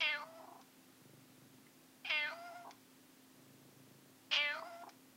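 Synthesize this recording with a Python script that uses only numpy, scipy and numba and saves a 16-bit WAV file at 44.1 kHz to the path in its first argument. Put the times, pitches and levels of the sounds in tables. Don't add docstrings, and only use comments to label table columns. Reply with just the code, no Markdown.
import sys
import numpy as np
from scipy import signal
from scipy.fft import rfft, irfft
from scipy.io import wavfile
from scipy.ndimage import uniform_filter1d
from numba import njit

SR = 44100
rng = np.random.default_rng(int(sys.argv[2]) if len(sys.argv) > 2 else 0)


def materialize(psi):
    bounded = np.clip(np.atleast_2d(psi).T, -1, 1)
    quanta = np.round(bounded * 32767).astype(np.int16)
    wavfile.write(sys.argv[1], SR, quanta)


N = 227596
TIME = np.arange(N) / SR

# start t/s, end t/s, attack t/s,
# jaw half shut after t/s, closing time constant t/s, wide-open mouth resonance f/Hz,
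# wide-open second resonance f/Hz, level/dB, treble level/dB
CRY_SETTINGS = [(.004, 0.24, 0.016, 0.15, .028, 2320, 2770, -36, -39.5),
                (2.096, 2.336, 0.011, 0.18, 0.038, 2293, 2730, -36.5, -41.5),
                (4.312, 4.6, 0.025, 0.2, 0.047, 2523, 2910, -35, -37.5),
                (2.047, 2.097, .001, 0.22, 0.027, 2440, 2750, -47, -52.6)]
# t/s, f/Hz
CRY_PITCH_LINES = [
    [(0.004, 340.2), (0.04, 307.3), (0.084, 295.7), (0.1, 307.1), (0.148, 289.3), (0.176, 299.6),
     (0.21, 292), (0.228, 302.7), (0.258, 338)],
    [(2.097, 350), (2.115, 314), (2.125, 307.2), (2.185, 300), (2.247, 295.8), (2.273, 309), (2.295, 298.8),
     (2.323, 320.5), (2.335, 322)],
    [(4.313, 316), (4.333, 295.7), (4.353, 307.1), (4.365, 285.9), (4.419, 295.2), (4.491, 290.3),
     (4.569, 312.4), (4.585, 322.6), (4.6, 322)],
]
# t/s, f/Hz
SQUEAK_PITCH_LINE = [(2.048, 804), (2.063, 700), (2.074, 860), (2.097, 750)]
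# opening roughness/0-1, lasting t/s, voice breaks after t/s, closing roughness/0-1
CRY_RASPS = [(.5, .014, .18, .35), (.35, .016, .185, .48), (.52, .066, .225, .58), (.12, .02, .022, .3)]
# f/Hz, width f/Hz, relative level/dB
THROAT_MODES = [(600, 290, 8), (974, 170, 15), (1135, 1230, 11.5)]
# f/Hz, width f/Hz, level/dB
CRY_COLOUR_MODES = [(2110, 170, -1)]
# t/s, f/Hz
WHINE_PITCH_LINES = [
    [(0.23, 626), (0.296, 651), (0.348, 651.6), (0.368, 674), (0.402, 642), (0.46, 637)],
    [(2.315, 657), (2.369, 677.4), (2.477, 708.6), (2.537, 663.5), (2.557, 718), (2.65, 680)],
    [(4.55, 629), (4.624, 666.7), (4.644, 644), (4.674, 715), (4.712, 675), (4.83, 693)],
]
WHINE_LEVELS = [-59, -54, -53]
# multiple of the pitch, relative level/dB
WHINE_OVERTONES = [(1, -1.5), (2, -11), (3, -19), (4, -31)]
# first t/s, last t/s, croaks,
# level at mid-run/dB, half-length of each t/s
CROAK_RUNS = [(0.408, .598, 6, -54, 0.019), (2.516, 2.516, 1, -64, 0.0056), (2.655, 2.695, 3, -50.5, 0.012),
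              (4.627, 4.625, 1, -44.5, 0.0065), (4.84, 4.841, 1, -49.5, 0.01),
              (4.878, 4.877, 1, -52.5, 0.018)]
# f/Hz, width f/Hz, relative level/dB
CROAK_RESONANCES = [(674, 52, 12), (956, 170, 10.5), (1370, 900, -51)]
# t/s, level/dB
LIP_SMACKS = [(0.614, -60), (2.709, -49.5), (4.892, -51.5)]
# f/Hz, width f/Hz, relative level/dB
LIP_RESONANCES = [(890, 630, 4.5), (2300, 480, 4), (3440, 610, 2.5), (5540, 1000, 6.5)]
# start t/s, end t/s, pulse rate f/Hz, peak level at mid-bout/dB
PURR_BOUTS = [(1.0133, 1.195, 24.85, -55), (1.215, 1.67, 24.65, -59.5), (3.318, 4.1, 27, -58.5)]
# f/Hz, width f/Hz, relative level/dB
CHEST_MODES = [(115.4, 26, 4.5), (204, 160, -4.5), (364, 450, -7)]
# t/s, f/Hz, level/dB, decay t/s
LONE_TICK = (1.667, 2050, -54.5, .004)
# delay t/s, level/dB
EARLY_ECHOES = [(.00125, -18), (.00295, -23), (.0052, -23)]
# f/Hz, relative density level/dB per Hz
AIR_COLOUR = [(20, -27), (60, -28), (90, -27.5), (125, -10), (210, -9.5), (290, -5), (330, -7.5),
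              (400, -13.5), (700, -17), (2000, -20.5), (8500, -25.5), (15500, -26)]
# f/Hz, level/dB
HUM_TONES = [(260.5, -70), (111, -84.5)]

MOUTH_SHUT_HZ, SECOND_SHUT_HZ = 920, 2290
TOP_MIDWAY_HZ, TOP_OPEN_HZ, TOP_SHUT_HZ = 4110, 5020, 4550
MOUTH_MUFFLING, TREBLE_MUFFLING = 1.53, 3.35
MOUTH_SAG_DB_PER_S, TREBLE_SAG_DB_PER_S, THROAT_SAG_DB_PER_S = 4.5, 24.5, 24
ONSET_SHARE = 0.39
CLEAR_ROUGHNESS, RASP_CHANGE_S = .065, .004
THROB_HZ, THROB_DB = 34.1, 2.5
WHINE_USUAL_HZ, WHINE_DB_PER_HZ, WHINE_SAG_DB_PER_S = 673.5, 0.0542, 13.5
WHINE_FLUTTER_DB, OVERTONE_FLUTTER_DB, FLUTTER_PER_S = 1.0, 2.2, 110
WHINE_WAVER_DB, WAVER_PER_S = 1.5, 40
HALF_TONE_DB, HALF_TONE_SWING_DB = -23, 5
CROAK_EDGE_DB, PURR_EDGE_DB = 7.5, 3.5
CREAK_DB, CREAK_SWING_DB, CREAK_PER_S = -13, 4, 50
PURR_TOP_HZ = 530
AIR_DB = -66.5
CUTOFF_HZ = 15780


def amp(db):
    return 10 ** (np.asarray(db) / 20)


def rms_one(x):
    return x / np.sqrt(np.mean(x ** 2) + 1e-20)


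def evened(x, window_s):
    power = np.abs(uniform_filter1d(x ** 2, max(int(window_s * SR), 8)))
    return x / np.sqrt(power + 1e-12)


def curves(rows, t):
    s, *columns = np.transpose(rows)
    return [np.interp(t, s, c) for c in columns]


def gate(start, end, fade_s):
    edge = np.clip(np.minimum(TIME - start, end - TIME) / fade_s + .5, 0, 1)
    where = np.flatnonzero(edge)
    return where, np.sin(edge[where] * np.pi / 2) ** 2


def step(t, width_s):
    return .5 + .5 * np.tanh(t / (2 * width_s))


def arch(count, edge_db):
    return -edge_db * ((2 * np.arange(count) + 1) / count - 1) ** 2


def cut(x, hz, kind, order=2):
    return signal.sosfilt(signal.butter(order, hz, kind, fs=SR, output="sos"), x)


def drift(rate):
    knots = rng.standard_normal(N)
    return np.interp(TIME * rate, np.arange(N), knots)


@njit
def resonate(x, hz, width):
    y, r = np.zeros(len(x)), np.exp(-np.pi * width / SR)
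    for i in range(2, len(x)):
        drive = (1 - r * r) / 2 * (x[i] - x[i - 2])
        y[i] = drive + 2 * r * np.cos(2 * np.pi * hz[i] / SR) * y[i - 1] - r * r * y[i - 2]
    return y


def body(x, modes):
    x = x + 1e-18 * (np.arange(len(x)) % 3)
    out = 0
    for k, (hz, width, db) in enumerate(modes):
        out = out + (-1) ** k * amp(db) * resonate(x, np.full(len(x), float(hz)), float(width))
    return out


def cry(row, rasp, pitch_rows, mouth_width=138.0, second_width=97.0, second_db=-3.5, second_power=3.7,
        open_hz=2120.0, nose_hz=3195.0, nose_width=320.0, top_width=196.0, top_db=-11.5, throat_db=-10.0,
        hiss_db=0.0, rasp_treble_db=5.5, nose_power=3.3):
    start, end, attack_s, half_shut_s, closing_s, wide_hz, second_wide_hz, level_db, treble_db = row
    where, on = gate(start, end, fade_s=.003)
    t = TIME[where]
    age = t - t[0]
    mouth_hz, second_hz, top_hz = tract(age, half_shut_s, closing_s, wide_hz, second_wide_hz)
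    rough = roughness(age, *rasp)
    swell = np.minimum(1, ONSET_SHARE + (1 - ONSET_SHARE) * age / attack_s)
    throb = amp(THROB_DB * rough * np.cos(2 * np.pi * THROB_HZ * (age - attack_s)))
    on = on * swell * throb

    closing = mouth_hz / wide_hz
    throat_level = amp(level_db + throat_db - THROAT_SAG_DB_PER_S * age)
    mouth_level = amp(level_db - MOUTH_SAG_DB_PER_S * age) * closing ** MOUTH_MUFFLING
    treble_level = amp(treble_db + rasp_treble_db * rough - TREBLE_SAG_DB_PER_S * age)
    treble_level = treble_level * closing ** TREBLE_MUFFLING

    source = folds(curves(pitch_rows, t)[0], rough, where)
    opening = mouth_hz / open_hz
    throat = cut(cut(body(source, THROAT_MODES), 627, "high", order=3), 1110, "low")
    second = amp(second_db) * opening ** second_power * resonate(source, second_hz, second_width)
    mouth = cut(second - resonate(source, mouth_hz, mouth_width), 5200, "low", order=4)
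    mouth = mouth + body(mouth, CRY_COLOUR_MODES)
    nose_line = np.full(len(t), nose_hz)
    nose = resonate(resonate(source, nose_line, nose_width), nose_line, 1300.0)
    top = amp(top_db) * resonate(resonate(source, top_hz, top_width), top_hz, 1400.0)
    jet = cut(cut(rng.standard_normal(N)[where], 1730, "high", order=3), 5360, "low", order=8)
    hiss = amp(hiss_db) * rough * opening ** 4 * jet
    treble = top - opening ** nose_power * nose + hiss

    out = np.zeros(N)
    for part, level in (throat, throat_level), (mouth, mouth_level), (treble, treble_level):
        out[where] += on * level * evened(part, window_s=0.0092)
    return out


def tract(age, half_shut_s, closing_s, wide_hz, second_wide_hz):
    jaw = step(half_shut_s - age, closing_s)
    mouth_hz = MOUTH_SHUT_HZ + jaw * (wide_hz - MOUTH_SHUT_HZ)
    second_hz = SECOND_SHUT_HZ + jaw * (second_wide_hz - SECOND_SHUT_HZ)
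    top_end_hz = np.where(jaw > .5, TOP_OPEN_HZ, TOP_SHUT_HZ)
    top_hz = TOP_MIDWAY_HZ + (2 * jaw - 1) ** 2 * (top_end_hz - TOP_MIDWAY_HZ)
    return mouth_hz, second_hz, top_hz


def roughness(age, opening, lasting_s, breaks_s, closing):
    opening_rasp = (opening - CLEAR_ROUGHNESS) * step(lasting_s - age, RASP_CHANGE_S)
    closing_rasp = (closing - CLEAR_ROUGHNESS) * step(age - breaks_s, RASP_CHANGE_S)
    return CLEAR_ROUGHNESS + opening_rasp + closing_rasp


def folds(pitch, rough, where, jitter=0.049, shimmer=0.29, turbulence=4.0, turbulence_hz=1050.0, rebound=0.016):
    uneven_pitch = pitch * (1 + jitter * rough * drift(400)[where])
    phase = 2 * np.pi * np.cumsum(uneven_pitch) / SR
    pulses = rms_one(sum((1 + rebound * (-1) ** k) * np.cos(k * phase) for k in range(1, 27)))
    breath = cut(rng.standard_normal(N)[where], turbulence_hz, "high")
    puffs = rms_one((2 + np.cos(phase)) * breath)
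    return pulses * (1 + shimmer * rough * drift(500)[where]) + turbulence * rough * puffs


def whine(pitch_rows, usual_db, jitter=0.0098, loud_db=-59.0, steepen=0.28, top_db=-17.0, top_width=320.0,
          ring_hz=5150.0, leak_db=-14.5, lips_rise_hz=650.0, lips_closing_s=0.15, top_fade_db_per_s=18.0):
    where, on = gate(pitch_rows[0][0], pitch_rows[-1][0], fade_s=.014)
    age = TIME[where] - TIME[where[0]]
    pitch, = curves(pitch_rows, TIME[where])
    effort_db = WHINE_DB_PER_HZ * (pitch - WHINE_USUAL_HZ)
    level_db = usual_db + effort_db - WHINE_SAG_DB_PER_S * (age - age.mean())
    phase = 2 * np.pi * np.cumsum(pitch * (1 + jitter * drift(180)[where])) / SR
    tone = 0
    for k, (multiple, db) in enumerate(WHINE_OVERTONES):
        overtone_db = steepen * (level_db - loud_db) + OVERTONE_FLUTTER_DB * drift(FLUTTER_PER_S)[where]
        tone += np.sqrt(2) * amp(db + (k > 0) * overtone_db) * np.sin(round(multiple) * phase)
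    half_tone = amp(HALF_TONE_DB + HALF_TONE_SWING_DB * drift(WAVER_PER_S)[where])
    tone += half_tone * np.sin(phase + phase / 2 + drift(FLUTTER_PER_S)[where])

    top_hz = TOP_SHUT_HZ + lips_rise_hz * (1 - np.exp(-age / lips_closing_s))
    air = rng.standard_normal(N)[where]
    buzz = sum(np.cos(k * phase) for k in range(5, 10)) + 4 * air
    top = rms_one(resonate(resonate(buzz, top_hz, top_width), top_hz, 2 * top_width))
    top *= np.minimum(1, ring_hz / top_hz) ** 9 * amp(-top_fade_db_per_s * age)
    leak = rms_one(cut(air, [750, 2600], "band", order=1))

    flutter_db = WHINE_FLUTTER_DB * drift(FLUTTER_PER_S)[where]
    waver_db = WHINE_WAVER_DB * drift(WAVER_PER_S)[where]
    voice = tone + amp(top_db) * top + amp(leak_db) * leak
    out = np.zeros(N)
    out[where] = on * amp(level_db + flutter_db + waver_db) * voice
    return out


def croaks(slap_hz=329.3, uneven=.3, air_db=-6.0, thump_db=-0.5):
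    envelope = np.zeros(N)
    for first, last, count, level_db, length in CROAK_RUNS:
        count = round(count)
        for s, db in zip(np.linspace(first, last, count), arch(count, CROAK_EDGE_DB)):
            envelope += amp(level_db + db) * np.exp(-2 * ((TIME - s) / length) ** 2)
    creak = amp(CREAK_DB + CREAK_SWING_DB * drift(CREAK_PER_S))
    for pitch_rows, whine_db in zip(WHINE_PITCH_LINES, WHINE_LEVELS):
        where, on = gate(pitch_rows[0][0], pitch_rows[-1][0], fade_s=0.089)
        envelope[where] += on * amp(whine_db) * creak[where]
    cycles = np.cumsum(slap_hz * np.exp(uneven * drift(300))) / SR
    clicks = rms_one(np.diff(np.floor(cycles), prepend=0))
    slaps = clicks + amp(air_db) * rng.standard_normal(N)
    rattle = cut(body(slaps, CROAK_RESONANCES), [380, 1500], "band")
    thump = amp(thump_db) * cut(slaps, [250, 520], "band")
    return envelope * evened(rattle + thump, window_s=0.014)


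def smacks(decay_s=0.0063):
    envelope = sum(amp(db) * (TIME >= s) * np.exp(-np.abs(TIME - s) / decay_s) for s, db in LIP_SMACKS)
    crackle = cut(body(rng.standard_normal(N), LIP_RESONANCES), [500, 6200], "band", order=2)
    return envelope * rms_one(crackle)


def purr(uneven_db=1.0):
    snaps = np.zeros(N)
    for start, end, rate, peak_db in PURR_BOUTS:
        times = np.arange(start, end, 1 / rate)
        wobble_db = uneven_db * rng.standard_normal(N)[:len(times)]
        snaps[(times * SR).astype(int)] = amp(peak_db + arch(len(times), PURR_EDGE_DB) + wobble_db)
    ring = body(signal.unit_impulse(SR // 10, 2), CHEST_MODES)
    thump = cut(cut(ring, PURR_TOP_HZ, "low", order=4), 119.6, "high", order=5)
    return signal.fftconvolve(snaps, thump / np.abs(thump).max())[:N]


def tick():
    s, hz, level_db, decay_s = LONE_TICK
    age = np.maximum(TIME - s, 0)
    return amp(level_db) * np.exp(-age / decay_s) * np.sin(2 * np.pi * hz * age)


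def room(x, t60=0.26, wet_db=-16, wall_hz=4500):
    t = TIME[:SR // 2]
    tail = cut(rng.standard_normal(len(t)), wall_hz, "low") * amp(-60 * t / t60) * (t > .003)
    early = sum(amp(db) * np.interp(TIME - delay, TIME, x, left=0) for delay, db in EARLY_ECHOES)
    return x + early + amp(wet_db) * signal.fftconvolve(x, tail / np.linalg.norm(tail))[:N]


def background():
    hz, db = np.transpose(AIR_COLOUR)
    bins_hz = np.arange(N // 2 + 1) * SR / N
    colour = amp(np.interp(np.log(bins_hz + 1), np.log(hz), db))
    air = irfft(rfft(rng.standard_normal(N)) * colour, N)
    air *= amp(AIR_DB) / np.std(cut(air, 530, "high", order=4))
    hum = 0
    for tone_hz, tone_db in HUM_TONES:
        level = amp(tone_db + 0.18 * drift(21.0)) * np.sqrt(2)
        hum = hum + level * np.sin(2 * np.pi * tone_hz * TIME + 0.51 * drift(1.99))
    return air + hum


def scene():
    cries = sum(map(cry, CRY_SETTINGS, CRY_RASPS, [*CRY_PITCH_LINES, SQUEAK_PITCH_LINE]))
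    whines = sum(map(whine, WHINE_PITCH_LINES, WHINE_LEVELS))
    cat = cries + whines + croaks() + smacks() + purr()
    return (room(cat + tick()) + background())[None]


def record(dry):
    return signal.sosfilt(signal.ellip(12, .1, 70, CUTOFF_HZ, fs=SR, output="sos"), dry)


dry = scene()
out = record(dry)
materialize(out)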